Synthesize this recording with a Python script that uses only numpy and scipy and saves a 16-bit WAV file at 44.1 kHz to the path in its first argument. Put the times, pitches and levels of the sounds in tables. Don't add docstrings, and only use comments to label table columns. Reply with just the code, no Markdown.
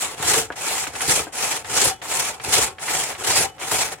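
import sys
import numpy as np
from scipy import signal
from scipy.io import wavfile

SR = 44100
rng = np.random.default_rng(int(sys.argv[2]) if len(sys.argv) > 2 else 0)


def dump_mix(stems):
    frames = np.atleast_2d(stems).T
    limited = np.clip(frames, -1, 1)
    pcm = np.round(limited * 32767).astype(np.int16)
    wavfile.write(sys.argv[1], SR, pcm)


N = 176400
T = np.arange(N) / SR


def from_db(db):
    return 10 ** (np.asarray(db) / 20)


def unit_rms(x):
    return x / np.sqrt(np.mean(x ** 2) + 1e-20)


def at_hz(curve, hz):
    freqs, values = np.transpose(curve)
    return np.interp(np.log(hz), np.log(freqs), values)


def band(x, low_hz, high_hz, order=2):
    return signal.sosfilt(signal.butter(order, [low_hz, high_hz], "band", fs=SR, output="sos"), x + 1e-18)


def drift(rate_hz):
    hop, run_in = 40, 2000
    pole = np.exp(-2 * np.pi * rate_hz * hop / SR)
    noise = rng.standard_normal(N // hop + run_in + 2)
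    slow = signal.lfilter([1], [1, -2 * pole, pole * pole], noise)[run_in:]
    return np.interp(np.arange(N) / hop, np.arange(len(slow)), unit_rms(slow))


def ring(x, hz, t60):
    r, w = np.exp(-np.log(1000) / (t60 * SR)), 2 * np.pi * hz / SR
    return signal.lfilter([0, np.sin(w)], [1, -2 * r * np.cos(w), r * r], x + 1e-18)


def decay(x, decay_s):
    return signal.lfilter([1], [1, -np.exp(-1 / (decay_s * SR))], x + 1e-18)


def clicks(cues):
    times, db = np.transpose(cues)
    out = np.zeros(N)
    out[(times * SR).astype(int)] = from_db(db)
    return out


# (frequency [Hz], left over right [dB])
PAN_CURVE = [(330, 4.5), (650, 2), (2500, -0.9), (5000, 0.6)]
def panned(x, hz):
    return x * from_db(at_hz(PAN_CURVE, hz) * np.array([[.5], [-.5]]))


# (frequency [Hz], left-right correlation [-1 to 1])
CORRELATION = [(150, 1), (500, 0.87), (1200, 0.65), (2400, 0.34), (4500, -0.5), (7500, -0.12), (11000, 0.3)]
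def stereo(pair, hz):
    alike = np.clip(at_hz(CORRELATION, hz), -.99, .99)
    mid, side = np.sqrt((1 + alike) / 2) * pair[0], np.sqrt((1 - alike) / 2) * pair[1]
    return panned(mid + side * [[1], [-1]], hz)


# (start [s], full bite [s], easing off [s], stop [s])
PULLS = [(-0.1, -0.05, 0.01, 0.21), (0.551, 0.69, 0.78, 0.94), (1.315, 1.39, 1.515, 1.639),
         (2.012, 2.15, 2.28, 2.369), (2.785, 2.9, 3.04, 3.18), (3.588, 3.75, 3.823, 3.965)]
PUSHES = [(0.16, 0.285, 0.39, 0.5), (0.925, 1.099, 1.183, 1.3), (1.636, 1.782, 1.881, 1.974),
          (2.4, 2.56, 2.6386, 2.735), (3.171, 3.309, 3.426, 3.514)]
def strokes(start_db=-24, rest_db=-38, sag_db=1, take_hold_s=.012, settle_s=.03):
    force_db, pushing = np.full(N, float(rest_db)), np.zeros(N)
    cues = sorted([(*row, 0) for row in PULLS] + [(*row, 1) for row in PUSHES])
    for start, full, eases, stop, is_push in cues:
        held_db, stop_db = (1, -33) if is_push else (-4.5, -30)
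        swell_power, release_power = (.85, 1.1) if is_push else (.6, 1.5)
        swell = np.interp(T, [start, full], [0, 1]) ** swell_power
        release = np.interp(T, [eases, stop], [0, 1]) ** release_power
        stroke_db = start_db + (held_db - start_db) * swell + (stop_db - held_db) * release
        stroke_db += np.interp(T, [full, eases], [0, -sag_db])
        stroke_db += np.interp(T, [stop, stop + settle_s], [0, rest_db - stop_db])
        crossfade = np.interp(T, [start, start + take_hold_s], [0, 1])
        force_db += crossfade * (stroke_db - force_db)
        pushing += crossfade * (is_push - pushing)
    return force_db, pushing


SPEED_TRACKING = .35
def tooth_bites(force_db, teeth_per_s=190, jitter=.3, bite_s=.01, spread_db=6, friction=1.76):
    rate = teeth_per_s * from_db(SPEED_TRACKING * force_db) * np.exp(jitter * drift(90))
    entering = np.diff(np.floor(np.cumsum(rate) / SR), prepend=0)
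    depth = from_db(spread_db * np.clip(rng.standard_normal(N), -2, 2))
    bites = unit_rms(decay(entering * depth, bite_s))
    judder_db = 1.92 * drift(44.5)
    return unit_rms(friction + bites) * from_db(judder_db)


def fibres(bite, snaps_per_s=16000, spread_db=2):
    sizes = from_db(spread_db * rng.standard_normal((2, N))) * rng.choice([-1, 1], (2, N))
    snapping = rng.random((2, N)) < snaps_per_s / SR
    return bite * unit_rms(sizes * snapping)


def band_gains(eq, centres, widths, level_db):
    gains = from_db(at_hz(eq, centres)) * np.sqrt(widths)
    return from_db(level_db) * gains / np.linalg.norm(gains)


# (frequency [Hz], relative spectral density [dB])
PUSH_EQ = [(50, -18.5), (125, -11), (229, -27), (439, -4), (559, -14.5), (783, -7.5), (1120, -11),
           (2320, -7.5), (3950, -10), (8540, -4), (14500, -24.5)]
PULL_EQ = [(50, -19.5), (167, -14.5), (218, -63), (284, -16), (884, -4.5), (1120, -9), (2620, -5),
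           (4140, -9), (8340, -1.5), (14200, -21)]
# (frequency [Hz], tracking [dB per dB of force])
FORCE_TRACKING = [(100, 0.19), (500, 0.49), (2200, 0.7), (5500, 0.93)]
def rasp(force_db, pushing, bite, flicker_db=1.5, chatter_below_hz=2600):
    edges = np.geomspace(35, 17000, 28)
    centres, widths = np.sqrt(edges[1:] * edges[:-1]), np.diff(edges)
    push = band_gains(PUSH_EQ, centres, widths, level_db=-19.5)
    pull = band_gains(PULL_EQ, centres, widths, level_db=-19)
    streams, out = [fibres(bite), fibres(bite)], 0
    chatter_db = 1.56 * drift(14.3)
    for k, hz in enumerate(centres):
        colour = pushing * push[k] + (1 - pushing) * pull[k]
        swing_db = at_hz(FORCE_TRACKING, hz) * force_db + flicker_db * drift(10.7)
        swing_db += chatter_db / (1 + (hz / chatter_below_hz) ** 2)
        grains = unit_rms(band(streams[k % 2], edges[k], edges[k + 1], order=3))
        out += colour * from_db(swing_db) * stereo(grains, hz)
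    return out


# (frequency [Hz], bandwidth [Hz], level relative to the drive [dB])
BODY_MODES = [(468, 65, -40), (789, 25, -40.5), (850, 44, -37.5), (1330, 66, -39.5)]
def body_ring(force_db, pushing, bite, tracking=.5):
    trim_db = np.interp(pushing, [0, 1], [-1.5, -.5])
    drive, out = fibres(bite) * from_db(tracking * force_db + trim_db), 0
    for hz, width, db in BODY_MODES:
        t60 = np.log(1000) / (np.pi * width)
        unity_gain = 2 * np.sqrt(np.pi * width / SR)
        out += from_db(db) * unity_gain * stereo(ring(drive, hz, t60), hz)
    return out


def splinters(force_db, snaps_per_s=110, level_db=-29.5, spread_db=4, tracking=.49, ring_cycles=39):
    pitches_hz = np.geomspace(602, 3620, 26)
    snapping = rng.random(N) < snaps_per_s * from_db(SPEED_TRACKING * force_db) / SR
    snap_db = level_db + tracking * force_db + spread_db * np.clip(rng.standard_normal(N), -2, 2)
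    snaps = snapping * from_db(snap_db) * rng.choice([-1, 1], (2, N))
    voice = rng.integers(0, len(pitches_hz), N)
    return sum(stereo(ring(snaps * (voice == k), hz, ring_cycles / hz), hz)
               for k, hz in enumerate(pitches_hz))


def yard_reflections(x, t60=.059, predelay_s=.003, wet_db=-12.5):
    t = T[:SR // 2]
    tail = band(rng.standard_normal((2, len(t))), 190, 6000, order=1)
    tail *= np.exp(-np.log(1000) * t / t60) * (t > predelay_s)
    tail /= np.linalg.norm(tail, axis=1, keepdims=True)
    return from_db(wet_db) * signal.fftconvolve(x, tail, axes=1)[:, :N]


def outdoor_air(level_db=-58.5, corner_hz=250):
    noise = decay(rng.standard_normal((2, N)), 1 / (2 * np.pi * corner_hz))
    return from_db(level_db) * stereo(unit_rms(noise), corner_hz)


# (time [s], force boost [dB])
GRIP_CUES = [(0.018, 4), (0.517, 10), (0.95, 8.5), (1.004, 5), (1.075, 4), (1.551, 5), (2.189, 4),
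             (2.435, 6.5), (2.523, 7), (3.125, 4), (3.711, 7), (3.917, 8)]
def grips(attack_s=.004, slip_s=.025):
    boost_db = np.zeros(N)
    for start, db in GRIP_CUES:
        attack = np.interp(T, [start, start + attack_s], [0, 1])
        slip = np.exp(-(np.maximum(T - start, 0) / slip_s) ** 2)
        boost_db += db * attack * slip
    return boost_db


def impacts(cues, modes, crunch, crunch_s):
    hits, out = clicks(cues), 0
    for k, (hz, db, t60) in enumerate(modes):
        contact = hits + crunch * decay(hits, crunch_s) * rng.standard_normal(N)
        out += (-1) ** k * from_db(db) * panned(ring(contact, hz, t60), hz)
    return out


# (time [s], level [dB])
SNAG_CUES = [(0.197, -21), (0.372, -18), (0.872, -24.5), (1.08, -14), (1.199, -20), (1.859, -18.5),
             (2.474, -20), (2.584, -14), (3.404, -13), (3.72, -19), (3.739, -20)]
# (frequency [Hz], gain [dB], t60 [s])
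TRESTLE_MODES = [(69, -19, 0.15), (110.6, -17, 0.11), (154, -17, 0.13), (290, -13, 0.059),
                 (440, -6.5, 0.064), (780, -24, 0.027)]
def trestle_jolts():
    return impacts(SNAG_CUES, TRESTLE_MODES, crunch=.058, crunch_s=.0064)


# (peak time [s], pitch [Hz], level [dB], t60 [s])
BLADE_NOTES = [(0.38, 444.5, -21, 0.21), (1.915, 768, -26.5, .12), (1.92, 2990, -43, 0.24),
               (1.92, 3350, -51, 0.54), (2.69, 1084, -41.5, 0.31), (3.456, 790, -27.5, 0.13),
               (3.49, 2990, -48, 0.33)]
def blade_song(rise_s=.011, waver_hz=8):
    out = 0
    for peak, hz, db, t60 in BLADE_NOTES:
        swell, release = (T - peak) / rise_s, np.log(1000) * (peak - T) / t60
        envelope = np.exp(np.minimum(swell, release).clip(-50, 0))
        tone = np.sin(2 * np.pi * np.cumsum(hz + waver_hz * drift(60)) / SR)
        out += panned(from_db(db) * envelope * tone, hz)
    return out


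# (time [s], level [dB])
KNOCK_CUES = [(0.503, -20.5), (1.269, -31.5), (3.404, -21.5), (3.72, -27)]
# (frequency [Hz], gain [dB], t60 [s])
KERF_MODES = [(295, -3.5, 0.039), (665, 1, 0.041), (980, -2, .02), (1580, 1, 0.021)]
def kerf_knocks():
    return impacts(KNOCK_CUES, KERF_MODES, crunch=.049, crunch_s=.015)


# (time [s], level [dB])
CATCH_CUES = [(0.522, -32.5), (0.572, -38), (0.815, -33), (0.838, -26), (0.868, -26), (0.953, -24.5),
              (1.006, -21.5), (1.646, -29), (2.017, -29), (2.056, -33), (2.398, -30.5), (2.784, -33.5),
              (2.881, -23.5), (3.15, -28.5), (3.582, -38.5), (3.613, -29.5), (3.714, -22)]
def tooth_catches(decay_s=.0098):
    ripping = unit_rms(band(fibres(bite=1), 625, 2690))
    return stereo(ripping, hz=1800) * decay(clicks(CATCH_CUES), decay_s)


def scene():
    force_db, pushing = strokes()
    force_db += grips()
    bite = tooth_bites(force_db)
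    saw = rasp(force_db, pushing, bite) + body_ring(force_db, pushing, bite)
    saw += blade_song() + tooth_catches() + splinters(force_db)
    saw += trestle_jolts() + kerf_knocks()
    return saw + yard_reflections(saw) + outdoor_air()


LOW_CUT_HZ, CEILING, HIGH_CUT_HZ = 54.6, .76, 15900
def record(dry):
    low_cut = signal.butter(4, LOW_CUT_HZ, "high", fs=SR, output="sos")
    high_cut = signal.ellip(10, .2, 80, HIGH_CUT_HZ, fs=SR, output="sos")
    rounded = CEILING * np.tanh(signal.sosfilt(low_cut, dry) / CEILING)
    return signal.sosfilt(high_cut, rounded)


dry = scene()
out = record(dry)
dump_mix(out)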